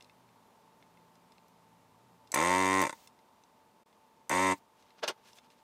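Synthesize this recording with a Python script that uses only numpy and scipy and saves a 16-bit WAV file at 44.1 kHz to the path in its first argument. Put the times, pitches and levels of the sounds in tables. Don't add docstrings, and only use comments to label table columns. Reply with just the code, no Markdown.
import sys
import numpy as np
from scipy import signal
from scipy.fft import rfft, irfft
from scipy.io import wavfile
from scipy.ndimage import uniform_filter1d

SR = 44100
rng = np.random.default_rng(int(sys.argv[2]) if len(sys.argv) > 2 else 0)


def to_linear_factor(level_db):
    exponent = np.asarray(level_db, float) / 20
    return 10 ** exponent


def inscribe(sig):
    pcm = np.round(np.clip(np.atleast_2d(sig).T, -1, 1) * 32767)
    wavfile.write(sys.argv[1], SR, pcm.astype(np.int16))


N = 248265

# frequency in Hz, level in dB, T60 in seconds.
STAND_MODES = [ (790, -8, .1), (2060, -8, .08), (2500, -2, .05), (2890, -1, .075), (3290, -5, .07),
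               (4120, -3, .065), (4720, -3, .05), (5400, -3, .03), (6300, 2, .025), (8120, -10, .05),
               (9400, -20, .08)]


def evened(x):
    return x / np.sqrt(np.mean(x ** 2) + 1e-20)


def read(points, hz):
    f, db = np.transpose(points)
    return to_linear_factor(np.interp(np.log(hz + 1), np.log(f + 1), db))


def peaks(modes, hz):
    power = sum(to_linear_factor(db) ** 2 / (1 + (2 * (hz - f) / width) ** 2) ** 1.86 for f, width, db in modes)
    return np.sqrt(power)


def colour(x, gain):
    log_gain = np.log(gain(np.fft.rfftfreq(8192, 1 / SR)) + 1e-5)
    log_gain = np.r_[log_gain, log_gain[-2:0:-1]]
    response = np.exp(log_gain - 1j * signal.hilbert(log_gain).imag)
    impulse = np.fft.ifft(response).real[:4096]
    return signal.oaconvolve(x, impulse / np.linalg.norm(impulse))[:len(x)]


def band(x, tone, lo_hz, hi_hz):
    return evened(colour(x, lambda f: read(tone, f) / (1 + (lo_hz / (f + 1)) ** 6) / (1 + (f / hi_hz) ** 6)))


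def add(mix, s, sound):
    part = mix[round(s * SR):][:len(sound)]
    part += sound[:len(part)]


def wander(size, count):
    once = uniform_filter1d(rng.standard_normal(count), size)
    return evened(uniform_filter1d(once, size))


def train(turns):
    at = np.interp(np.arange(np.ceil(turns[0]), turns[-1]), turns, np.arange(len(turns)))
    out = np.zeros(len(turns) + 1)
    np.add.at(out, at.astype(int), 1 - at % 1)
    np.add.at(out, at.astype(int) + 1, at % 1)
    return out[:-1]


def blur(x, spread):
    z = rfft(x)
    bass = np.exp(-np.fft.rfftfreq(len(x), 1 / SR) / 700)
    varied = .5 + np.sin(3.16 * wander(size=len(z) // 60, count=len(z))) / 2
    delay = spread * (1.3 * bass + (1 - bass) * varied)
    phase = -2 * np.pi * np.cumsum(delay) * SR / len(x)
    return irfft(z * np.exp(1j * phase), len(x))[:-SR // 50]


def padded(x):
    return np.r_[x, np.zeros(SR // 10)]


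def pump(speed, release_s, level_db, fade_db, clack_db, spread):
    # frequency in Hz, width in Hz, level in dB.
    housing = [(539, 140, 5), (760, 110, -2), (901, 83, 1), (1036.7, 107, -1.5), (1310, 110, -3.5),
               (1480, 80, -3), (1825, 71, -4), (1902, 490, -8), (2340, 130, -4.5), (2595, 500, -13),
               (3570, 206, -10), (4080, 58, -20)]
    # frequency in Hz, level in dB.
    push_tone = [(40, -36.5), (70, -17.5), (95, -5.5), (140, -4.5), (190, -2.5), (285, 3), (380, -4),
                 (480, -10), (700, -41), (2500, -82)]
    # frequency in Hz, width in Hz, level in dB.
    valve_modes = [(3280, 1660, 0), (4880, 1250, -3.5), (5930, 410, 1), (6640, 530, 3.5), (7440, 260, 1),
                   (8280, 640, 2.5), (8920, 1250, -3.5), (9850, 67, -3.5), (10900, 470, -7),
                   (11800, 1200, -9.5), (14300, 1100, -15.5)]
    # delay in seconds, level in dB.
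    bounces = [(0, -1.5), (.001, -4), (.0019, -6.5), (.0029, -14.5)]
    # strokes done, level in dB.
    start_rise = [(0, -5), (1, 0), (3.5, 1.5), (11, 2.5)]
    s, hz = np.transpose(speed)
    t = np.arange(s[0], s[-1], 1 / SR)
    rate = np.interp(t, s, hz)
    turns = np.cumsum(rate) / SR - rate[0] / SR
    slack = 1 - rate / 95
    fresh = np.exp(-turns / 14.9)
    coast = slack * (t > t.mean())

    knock_db = level_db + np.interp(turns, *np.transpose(start_rise)) - fade_db * np.maximum(t - release_s, 0)
    push_db = -6.5 - 6 * slack
    clack_db = clack_db + 5 * fresh + 7.5 * coast
    open_db = -5 + 12 * coast
    lag = .235 + .14 * fresh + .26 * coast ** 2
    force = to_linear_factor(knock_db) * np.sqrt(SR / rate)
    opens, shuts = force * train(turns), force * train(turns - lag)

    lands = sum(to_linear_factor(db) * np.r_[np.zeros(round(s * SR)), opens][:len(t)] for s, db in bounces)
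    loose = to_linear_factor(3) * np.clip(98 / rate - 1, 0, .45)
    judder = signal.oaconvolve(opens * loose, np.hanning(260))[:len(t)] * rng.standard_normal(len(t)) / 10
    flow_db = knock_db - 18 + 22 * loose * (t < release_s)
    flow = to_linear_factor(flow_db) * rng.standard_normal(len(t))
    blows_on_housing = lands + judder + to_linear_factor(-13) * shuts + flow
    knock = colour(padded(blows_on_housing),
                   lambda f: peaks(housing, f) * f ** 2 / (f ** 2 + 450 ** 2) / (1 + (f / 4500) ** 4))

    push = colour(padded(opens * to_linear_factor(push_db)), lambda f: read(push_tone, f))

    hits = (to_linear_factor(open_db) * opens + shuts) * to_linear_factor(clack_db + 0.69 * wander(size=200, count=len(t)))
    rattle_decay = np.exp(-np.arange(400) / 26.0)
    rattle = signal.oaconvolve(hits, rattle_decay)[:len(t)] * rng.standard_normal(len(t)) * .05
    clack = signal.lfilter(*signal.butter(2, 10500, fs=SR), 0.42 * hits + rattle)
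    puff_shape = 0.4 + np.exp(-(turns % 1) / 0.27)
    puffs = puff_shape * to_linear_factor(knock_db + clack_db - 7) * rng.standard_normal(len(t))
    valve = colour(padded(clack + puffs), lambda f: peaks(valve_modes, f) * f ** 2 / (f ** 2 + 2500 ** 2))
    return t[0], blur(valve - knock - push, spread)


def pump_bursts():
    # time in seconds, pump strokes per second.
    speeds = [
        [(2.3404, 45.16), (2.3704, 72.76), (2.4004, 79.13), (2.4404, 86.73), (2.5004, 90.3), (2.6004, 93.92),
         (2.6704, 93.39), (2.7404, 95.53), (2.8104, 95.18), (2.8354, 78.01), (2.8624, 55.43), (2.8854, 32.18),
         (2.9374, 28.93)],
        [(4.2948, 67.76), (4.315, 69.92), (4.335, 92.12), (4.36, 90.83), (4.43, 94.73), (4.535, 92.79)],
    ]
    # trigger let go in seconds, knock level in dB, fade after that in dB per
    # second, valve clack in dB over the knock, spread of the strokes in seconds.
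    bursts = [(2.83, -31.5, 225, -8, 0.00033), (4.519, -31.5, 640, -9.5, 0.0065)]
    out = np.zeros(N)
    for speed, burst in zip(speeds, bursts):
        add(out, *pump(speed, *burst))
    return out


def leak():
    # start in seconds, end in seconds, level in dB.
    leaks = [(2.913, 3.09, -62), (4.536, 4.595, -63)]
    # frequency in Hz, level in dB.
    leak_tone = [(1500, 11), (3000, 2), (7000, 2), (10500, -6), (12500, -1), (13500, -4), (14800, 1),
                 (15800, 13)]
    hiss, out = band(rng.standard_normal(N), leak_tone, 2000, 17000), np.zeros(N)
    for start, end, db in leaks:
        part = hiss[round(start * SR):round(end * SR)]
        add(out, start, to_linear_factor(db) * part * signal.windows.tukey(len(part), .4))
    return out


def blows(events, modes, crack_db, vary_db, rise_s):
    out, t = np.zeros(N), np.arange(6000) / SR
    hz, db, t60 = np.transpose(modes)[:, :, None]
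    draws = rng.standard_normal((len(events), 3, len(modes), 1))
    for (s, peak_db, dull), (vary, detune, phase) in zip(events, draws):
        tilt_db = db + vary_db * vary - 20 * (dull - .5) * np.log2(hz / 4500)
        ring = to_linear_factor(tilt_db - 60 * t / t60) * np.sin(2 * np.pi * hz * (1 + .01 * detune) * t + phase)
        ring = ring.sum(0)
        centre_hz = 12000 * 0.092 ** dull
        crack = colour(rng.standard_normal(len(t)) * to_linear_factor(-60 * t / .018),
                       lambda f: peaks([(centre_hz, centre_hz, 0)], f) * f / (f + 2000))
        blow = (ring / abs(ring).max() + to_linear_factor(crack_db) * crack / 3) * (1 - np.exp(-t / rise_s))
        add(out, s, to_linear_factor(peak_db) * blow / abs(blow).max())
    return out


def trigger():
    # time in seconds, peak level in dB, dullness (0 bright, 1 dull).
    clicks = [(2.3181, -25.5, 0.23), (2.3265, -34.5, 1.2), (2.3435, -15, 0.14), (2.8165, -24, 0.04),
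              (4.2946, -22.5, 0.13)]
    # frequency in Hz, level in dB, T60 in seconds.
    switch_modes = [(2090, -3, 0.012), (3700, -10, 0.0084), (4430, 4, 0.0084), (6060, 3, 0.017),
                    (7660, 4, 0.011), (11310, -6.5, 0.004), (13600, -16.5, .01)]
    return blows(clicks, switch_modes, crack_db=1, vary_db=2.5, rise_s=.0004)


def small_ticks():
    # time in seconds, peak level in dB, dullness (0 bright, 1 dull).
    ticks = [(0.0074, -45.5, 0.55), (0.0234, -46.5, 0.26), (0.0443, -50, 0.4), (0.0962, -49, 0.93),
             (0.2892, -58, 0.9), (0.8252, -49, 0.8), (0.9727, -52.5, 0.96), (1.1544, -57.5, 0.25),
             (1.3204, -50.5, 0.3), (1.3808, -51.5, 0.65), (1.4825, -58, 0), (2.2732, -51.5, 0.34),
             (3.0734, -43.5, 0.26), (3.1892, -56.5, 0.5), (3.4366, -51.5, 0.4), (3.9275, -59, 0.6),
             (4.8244, -55, 0.36), (4.9048, -51.5, 0.74), (5.3315, -47.5, 0.32), (5.3853, -43, 0.54),
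             (5.5019, -53, 0.47), (5.5204, -67, 0)]
    # frequency in Hz, level in dB, T60 in seconds.
    tick_modes = [(2104, -1, 0.0166), (2700, -1.5, 0.022), (3560, 0, 0.017), (4120, 5.5, 0.0083),
                  (5220, 9.5, 0.0057), (5980, 2, 0.0056), (7780, -2, 0.0039), (10830, -15, 0.0068)]
    return blows(ticks, tick_modes, crack_db=-7, vary_db=3.5, rise_s=.0008)


def set_down():
    # time in seconds, peak level in dB, dullness (0 bright, 1 dull).
    contacts = [(5.0772, -20, 0.55)]
    return blows(contacts, STAND_MODES, crack_db=-3, vary_db=.8, rise_s=.0008)


def rubs():
    # time of the peak in seconds, middle-band level in dB,
    # swell in seconds, fade in seconds (both span 30 dB), dullness in dB.
    strokes = [(4.81, -73, 0.093, 0.1, -5), (4.898, -76.5, 0.11, 0.11, -1), (4.997, -61.5, 0.036, 0.011, 1),
               (5.037, -36, 0.014, 0.026, 5), (5.06, -59.5, 0.028, 0.033, 10.5),
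               (5.083, -34, 0.011, 0.022, -3.5), (5.099, -41.5, 0.014, 0.023, 6),
               (5.19, -77.5, 0.06, 0.055, 9), (5.28, -62, 0.074, 0.082, -5.5),
               (5.375, -70.5, 0.065, 0.017, -13.5), (5.388, -63, 0.028, 0.0089, -3),
               (5.45, -71, 0.055, 0.044, -3), (5.506, -69.5, 0.01, 0.075, -6),
               (5.588, -73.5, 0.028, 0.037, -1)]
    # frequency in Hz, level in dB.
    rub_tone = [(59, -42), (100, -17.5), (300, -15.5), (431, 0), (490, -4.5), (618, -4.5), (1470, -5.5),
                (1640, -1), (1820, -9), (2450, -3.5), (6220, -2), (15800, -16)]
    grains = rng.standard_normal(N) * to_linear_factor(2.0 * wander(size=40, count=N))
    low, mid, high = (band(grains, rub_tone, *edges) for edges in [(100, 1540), (1500, 5370), (6500, 29000)])
    t, out = np.arange(N) / SR, np.zeros(N)
    for s, db, swell, fade, dull_db in strokes:
        distance = np.maximum((s - t) / swell, (t - s) / fade).clip(0, 9)
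        level = to_linear_factor(db - 30 * distance ** 1.6)
        treble_db = -14 - 1.3 * dull_db
        out += level * (mid + to_linear_factor(dull_db) * low + to_linear_factor(treble_db) * high)
    resonances = [(hz, 2.2 / t60, db) for hz, db, t60 in STAND_MODES]
    return colour(out, lambda f: 1 + to_linear_factor(-7.0) * peaks(resonances, f))


def echo(x):
    level_db, t60 = -10, 0.065
    tail, at = np.zeros(SR // 2), np.arange(120, SR // 2 - 20, 20)
    signs = rng.choice([-1., 1.], len(at))
    tail[at + rng.integers(0, 20, len(at))] = signs * to_linear_factor(-60 * at / SR / t60)
    return to_linear_factor(level_db) * signal.fftconvolve(x, tail / np.linalg.norm(tail))[:N]


def room_tone():
    # frequency in Hz, level in dB.
    noise_tone = [(15, -57), (25, -56), (76, -19), (110, -10), (175, -15), (255, 1), (277, -46.5),
                  (317, -12), (426, -10.5), (462, -13), (837, -10.5), (908, -6), (1480, -20.5),
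                  (14700, -35), (15900, -36)]
    # time in seconds, level in dB.
    noise_level = [(0, -64.5), (3.1, -65.5), (4.3, -66.5), (5.63, -66.5)]
    # frequency in Hz, level in dB.
    fan_tones = [(463, -81.5), (587, -83.5), (888, -72), (2778, -97), (3634, -93), (14643, -98)]
    frames, hz = N // 256 + 5, np.fft.rfftfreq(1024, 1 / SR)
    a, b, patches = rng.standard_normal((frames, 513, 3)).T
    patches = evened(uniform_filter1d(uniform_filter1d(patches, 10, 0), 12, 1))
    z = (a + 1j * b) * read(noise_tone, hz)[:, None] * to_linear_factor(0.26 * patches)
    noise = evened(signal.istft(z, nperseg=1024, noverlap=768)[1][:N])
    out = noise * to_linear_factor(np.interp(np.arange(N) / SR, *np.transpose(noise_level)))
    for f, db in fan_tones:
        turns = np.cumsum(f + 4.2 * wander(size=3000, count=N)) / SR
        out += to_linear_factor(db + 1.0 * wander(size=2500, count=N)) * np.sqrt(2) * np.sin(2 * np.pi * turns)
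    return out


def low_hum():
    # time of the peak in seconds, width in seconds, frequency in Hz, level in dB.
    swells = [(.2, 1, 117, -77), (1.0, 0.59, 117, -80), (1.95, 0.96, 117, -74.5), (.15, 0.82, 172, -77),
              (1.0, 0.71, 172, -72), (1.7, 0.62, 172, -72.5), (2.15, 0.1, 172, -68.5)]
    t, drift = np.arange(N) / SR, np.cumsum(5.6 * wander(size=6000, count=N)) / SR
    out = np.zeros(N)
    for s, width, hz, db in swells:
        swell = to_linear_factor(db) * np.exp(-(2 * (t - s) / width) ** 2)
        out += swell * np.sqrt(2) * np.sin(2 * np.pi * (hz * t + drift))
    return out


def scene():
    near = pump_bursts() + leak() + trigger() + small_ticks() + set_down() + rubs()
    return (near + echo(near) + room_tone() + low_hum())[None]


def low_pass(x):
    return signal.sosfilt(signal.butter(12, 16480, fs=SR, output="sos"), x)


def record(dry):
    dip_s, length_s, fade_s, dip_db = 3.847, .011, .009, -30
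    away = abs(np.arange(N) / SR - dip_s) - length_s / 2
    dipped = dry * to_linear_factor(dip_db * np.clip(1 - away / fade_s, 0, 1))
    edged = signal.sosfilt(signal.butter(20, 15400, fs=SR, output="sos"), dipped)
    return low_pass(edged)


dry = scene()
out = record(dry)
inscribe(out)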